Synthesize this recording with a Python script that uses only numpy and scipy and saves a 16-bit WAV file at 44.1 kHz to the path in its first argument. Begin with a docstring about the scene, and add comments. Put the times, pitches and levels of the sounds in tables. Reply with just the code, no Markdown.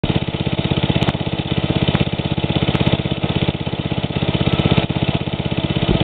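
"""A single-cylinder petrol engine chugs at a fast idle on a log splitter, on open grass.
The sound opens with a low thump; each cycle then knocks, puffs through the muffler and rattles the
valves over rushing air. The loudness creeps up and drops abruptly, again and again. From about one
second on, a few hard puffs overload the microphone and crackle. After four seconds loose panels
begin to sing, and at the end a log thuds onto the turf."""
import sys
import numpy as np
from scipy import signal
from scipy.fft import rfft, irfft
from scipy.io import wavfile
from scipy.ndimage import uniform_filter1d

SR = 44100
rng = np.random.default_rng(int(sys.argv[2]) if len(sys.argv) > 2 else 0)


def dump_mix(stems):
    """Bounce the given channels to the path in sys.argv[1] as a 16-bit WAV at rate SR."""
    frames = np.atleast_2d(stems).T  # one column per channel
    limited = np.clip(frames, -1, 1)  # hard clip at full scale
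    pcm = np.round(limited * 32767).astype(np.int16)
    wavfile.write(sys.argv[1], SR, pcm)


N = 265923
T = np.arange(N) / SR

# Loose panels. Each row: start and end in seconds, centre and width in Hz, level in dB.
PANEL_NOTES = [(4.3, 4.927, 1307, 47.3, -37), (4.69, 6.2, 658, 50.7, -33)]
# A low thump as the sound begins, then dull thuds on the ground, the last three from the log.
# Each row: start in seconds, level in dB, frequency in Hz, decay in seconds.
THUMP_AND_THUDS = [(.037, -19, 38, .03), (5.80, -27, 42, .05), (5.9078, -12.5, 52, .035),
                   (5.9088, -6, 200, .006), (5.909, -6.5, 350, .008)]
# Rush of gas and cooling air. Each row: frequency in Hz, relative spectral density in dB.
AIR_SPECTRUM = [(20, -13.5), (50, -6), (110, -4), (190, -7.5), (260, 2), (310, 3), (370, 1.5), (600, -1),
                (860, -1.5), (1000, -11.5), (1600, -20), (4000, -38)]
# Muffler, frame and cooling fins. 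Each row: frequency in Hz, relative level in dB, T60 in seconds.
FRAME_MODES = [(112.6, -2.5, 0.24), (181.1, -0.5, 0.13), (311, -18.5, 0.12), (323.6, -10.5, 0.27),
               (400, -9.5, 0.12), (444.2, -8.5, 0.16), (473, -6, 0.1), (583.5, -10.5, 0.17),
               (655.3, 1.5, 0.13), (700, -15, 0.023), (841, -12.5, 0.2), (1273, -13, 0.09),
               (1957, -16.5, 0.02), (2300, -13.5, 0.032), (2680, -12, 0.095), (3040, -11, .04),
               (3550, -10.5, .04)]
# Clattering metal. Each row: frequency in Hz, relative spectral density in dB.
METAL_SPECTRUM = [(300, -6), (900, 2.5), (1100, -6), (1650, -9.5), (2300, -6), (2800, -3.5), (3400, -1),
                  (3780, -3), (3880, -11), (4150, -22.5), (4400, -18)]
# Resonances of the engine block and tin shroud. Each row: centre and width in Hz, boost in dB.
BLOCK_RESONANCES = [(1271, 70, 10), (1444, 62, 7.5), (1998, 230, 7.5), (2410, 340, 6.5), (2670, 60, 6.5),
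                    (3024, 70, 9), (3490, 140, 5.5), (3740, 94, 7), (4220, 140, 14.5)]
# Knocks of one cycle: ignition, piston, exhaust valve, intake valve, valve seating.
# Each row: delay after ignition in seconds, rattle level in dB, decay in seconds,
# centre and width in Hz, blow on the frame in dB.
KNOCKS = [(.0008, -12.5, 0.003, 3190, 2290, -0.5), (.0044, -14, 0.0013, 2920, 1900, -1),
          (0.0099, -14, 0.0016, 2460, 1490, -14), (.0250, -21.5, 0.012, 3260, 1079, -5.5),
          (0.0557, -31.5, 0.0045, 1210, 3030, -0.5)]
# Gas flows of one cycle: draw-back, exhaust, intake.
# Each row: delay after ignition and length in seconds, signed relative pressure.
PUFFS = [(.00853, .0027, -.37), (.01148, .00545, .66), (.0162, .0031, .14), (.025, .0068, .135)]
# Response of the muffler body. Each row: frequency in Hz, gain in dB.
MUFFLER_RESPONSE = [(30, -9.5), (55, -6.5), (80, 0.5), (108, -0.5), (140, 4), (175, 1), (205, 1), (255, -1),
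                    (320, -2), (440, 0.5), (800, 0.5)]
# Brief sags of engine speed. Each row: middle in seconds, firings per second lost.
SPEED_SAGS = [(.2274, .0538), (1.108, .1693), (2.333, .0897), (3.814, .1238), (5.117, .1508)]
# Abrupt drops of loudness. Each row: time in seconds, gain in dB from which it climbs again.
LEVEL_DROPS = [(0, -4.5), (0.188, -9), (1.109, -9), (2.037, -8.5), (2.959, -7.6), (3.511, -10.5),
               (4.835, -6.5), (5.178, -9.5)]
# Dips of loudness, a cycle long or less. Each row: middle and length in seconds, depth in dB.
LEVEL_DIPS = [(0.561, 0.016, 7.5), (1.455, 0.038, 5.5), (2.359, 0.032, 6), (3.192, 0.04, 7),
              (4.101, .055, 5), (4.875, 0.044, 6)]
# Overload crackles on hard puffs.
# Each row: time in seconds, depth as a share of the crest, half-width in seconds, tick level in dB.
CRACKLES = [(1.02855, 1, .00008, -15), (1.02885, 1, .00008, -15), (1.0911, 1.4, .00018, -18),
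            (1.9537, 1.15, .00014, -28), (2.7545, 1.15, .00012, -19), (2.8767, .35, .00008, -26),
            (4.5359, .15, .00008, -27), (4.5971, .15, .00008, -25), (4.7811, .15, .00008, -27)]


def amp(db):
    """Decibels express an amplitude ratio logarithmically."""
    return 10 ** (np.asarray(db) / 20)


def unit(x):
    """Normalisation to an rms of one."""
    return x / np.sqrt(np.mean(x ** 2) + 1e-20)


def ring(x, response):
    """Convolution: every impulse in x sets off the response."""
    return signal.oaconvolve(x, response)[:N]


def low_pass(x, hz):
    """A symmetric filter cuts the treble steeply without delay."""
    return signal.oaconvolve(x, signal.firwin(301, hz, window=("kaiser", 9), fs=SR), "same")


def colour(x, spectrum, peaks=(), size=8192):
    """Minimum-phase filtering: a smooth spectrum with resonance peaks on top."""
    hz = abs(np.fft.fftfreq(size, 1 / SR))
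    curve_hz, curve_db = np.transpose(spectrum)
    db = np.interp(np.log(hz + 1), np.log(curve_hz), curve_db)
    db += sum(boost / (1 + (2 * (hz - centre) / width) ** 2) for centre, width, boost in peaks)
    transfer = np.exp(np.conj(signal.hilbert(np.log(amp(db)))))
    return ring(x, np.fft.ifft(transfer).real[:size // 2])


def band(x, hz, width_hz):
    """Band-pass filtering with a Gaussian bell."""
    bell = np.exp(-2 * ((np.fft.rfftfreq(N, 1 / SR) - hz) / width_hz) ** 2)
    return irfft(rfft(x) * bell, N)


def strikes(times, jitter_s, spread_db):
    """A quasi-periodic impulse train: each cycle varies a little in time and force."""
    late, force = rng.standard_normal((len(times), 2)).T
    at = np.round((times + jitter_s * late) * SR).astype(int)
    return np.bincount(np.maximum(at, 0), amp(spread_db * force), N)[:N]


def panels(fade_s=0.17):
    """Resonance: each shaken metal sheet sings in one narrow band."""
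    out = np.zeros(N)
    for start, end, hz, width_hz, db in PANEL_NOTES:
        swell = np.clip(np.minimum(T - start, end - T) / fade_s, 0, 1)
        out += amp(db) * swell * unit(band(rng.standard_normal(N), hz, width_hz))
    return out


def thump_and_thuds():
    """Damped oscillation: a low thump as the sound begins, and thuds on the ground at the end."""
    out = np.zeros(N)
    for start, db, hz, decay in THUMP_AND_THUDS:
        t = np.maximum(T - start, 0)
        out -= amp(db) * np.sin(2 * np.pi * hz * t) * np.exp(-t / decay)
    return out


def air_rush(fired, level_db=-25.5, steady=0.72, delay_s=0.0046, decay_s=0.031):
    """Turbulence: air from the flywheel fan makes noise that swells with each exhaust stroke."""
    strokes = strikes(fired + delay_s, jitter_s=0.00043, spread_db=3)
    gusts = ring(strokes, np.exp(-T[:SR // 10] / decay_s))
    turbulence = rng.standard_normal(N) * (steady + gusts)
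    return amp(level_db) * unit(colour(turbulence, AIR_SPECTRUM))


def frame(fired, gain_db=-23):
    """Modal vibration: each knock rings the muffler and the steel frame."""
    t = T[:SR // 4]
    modes = sum(amp(db) * np.exp(-np.log(1000) * t / t60) * np.sin(2 * np.pi * hz * t)
                for hz, db, t60 in FRAME_MODES)
    blows = sum(amp(blow_db) * strikes(fired + delay, jitter_s=.00004, spread_db=0.57)
                for delay, *_, blow_db in KNOCKS)
    return amp(gain_db) * ring(blows, modes)


def clatter(fired, whirr_db=-27.2, grain_db=1.0, repeat_db=-2, rise_s=.0004):
    """Impact noise: loose metal chatters after each knock, over the even, darker whirr of the gears."""
    t = T[:SR // 10]
    growl = (1440, 4000, 4.5)  # centre and width in Hz, boost in dB
    whirr = colour(rng.standard_normal(N), METAL_SPECTRUM, BLOCK_RESONANCES + [growl])
    out = amp(whirr_db) * unit(whirr)
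    for delay, db, decay, hz, width_hz, _ in KNOCKS:
        envelope = np.exp(-t / decay) * (1 - np.exp(-t / rise_s))
        hits = strikes(fired + delay, jitter_s=0.00018, spread_db=1.15)
        bursts = ring(hits, envelope)
        bounces = ring(hits, envelope * rng.choice([-1., 1.], len(t)))  # alike in every cycle
        contacts = rng.standard_normal(N) * amp(grain_db * rng.standard_normal(N))
        rattle = band(contacts * bursts + amp(repeat_db) * bounces, hz, width_hz)
        chatter = colour(rattle, METAL_SPECTRUM, BLOCK_RESONANCES)
        out += amp(db) * np.sqrt(np.mean(bursts ** 2)) * unit(chatter)
    return out


def exhaust(fired, gain_db=-0.1):
    """Monopole radiation: a slug of gas sounds as its flow's rate of change, shaped by the muffler."""
    out = np.zeros(N)
    t = T[:SR // 20]
    for delay, length, pressure in PUFFS:
        puff = pressure * np.sin(2 * np.pi * t / length) * (t < length)
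        out += ring(strikes(fired + delay, jitter_s=.00004, spread_db=0.5), puff)
    muffler_db = np.interp(np.fft.rfftfreq(N, 1 / SR), *np.transpose(MUFFLER_RESPONSE))
    return irfft(rfft(out) * amp(gain_db + muffler_db), N)


def firings(idle_per_s=16.2886, sag_s=.3131, first_firing_cycles=.4457):
    """The four-stroke cycle: one ignition in two turns of the crank, whose speed sags and recovers."""
    rate = idle_per_s - sum(lost * np.exp(-((T - middle) / sag_s) ** 2) for middle, lost in SPEED_SAGS)
    cycles = np.cumsum(rate) / SR - first_firing_cycles
    return np.interp(np.arange(int(cycles[-1]) + 1), cycles, T)


def loudness_db(creep_db_per_s=8, drop_s=0.0061):
    """Amplitude modulation by a sawtooth: the level creeps up, drops, and now and then dips briefly."""
    db = np.zeros(N)
    for start, from_db in LEVEL_DROPS:
        db = np.where(T >= start, from_db + creep_db_per_s * (T - start), db)
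    for middle, length, depth_db in LEVEL_DIPS:
        db -= depth_db * (abs(T - middle) < length / 2)
    return uniform_filter1d(db, round(drop_s * SR))


def scene(start_s=.036):
    """Superposition: the engine's sounds rise and fall together; the thump and thuds add to them."""
    fired = firings()
    engine = exhaust(fired) + frame(fired) + clatter(fired) + air_rush(fired) + panels()
    mix = engine * amp(loudness_db()) + thump_and_thuds()
    return (mix * (T > start_s))[None]


def crackles(x, mic_edge_hz=4400, tick_hz=6300, tick_decay_s=.00008):
    """Overload: at set times a crest snaps towards zero, with a thin tick above the microphone's band."""
    snaps, ticks = np.zeros((2, N))
    for at, depth, half_width, tick_db in CRACKLES:
        t = np.maximum(T - at, 0)
        snaps += depth * np.exp(-np.square((T - at) / half_width) ** 2)
        ticks += amp(tick_db) * np.sin(2 * np.pi * tick_hz * t) * np.exp(-t / tick_decay_s)
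    return low_pass(x * (1 - snaps), mic_edge_hz) + ticks


def record(dry, bass_hz=28, clip_level=.71, band_limit_hz=15850):
    """Band limiting and clipping: a narrow-band microphone thins the bass, flattens crests, crackles."""
    thinned = signal.sosfilt(signal.butter(2, bass_hz, "high", fs=SR, output="sos"), dry[0])
    clipped = np.clip(thinned, -clip_level, clip_level)
    faded = clipped * signal.windows.tukey(N, .001)
    return low_pass(crackles(faded), band_limit_hz)[None]


dry = scene()
out = record(dry)
dump_mix(out)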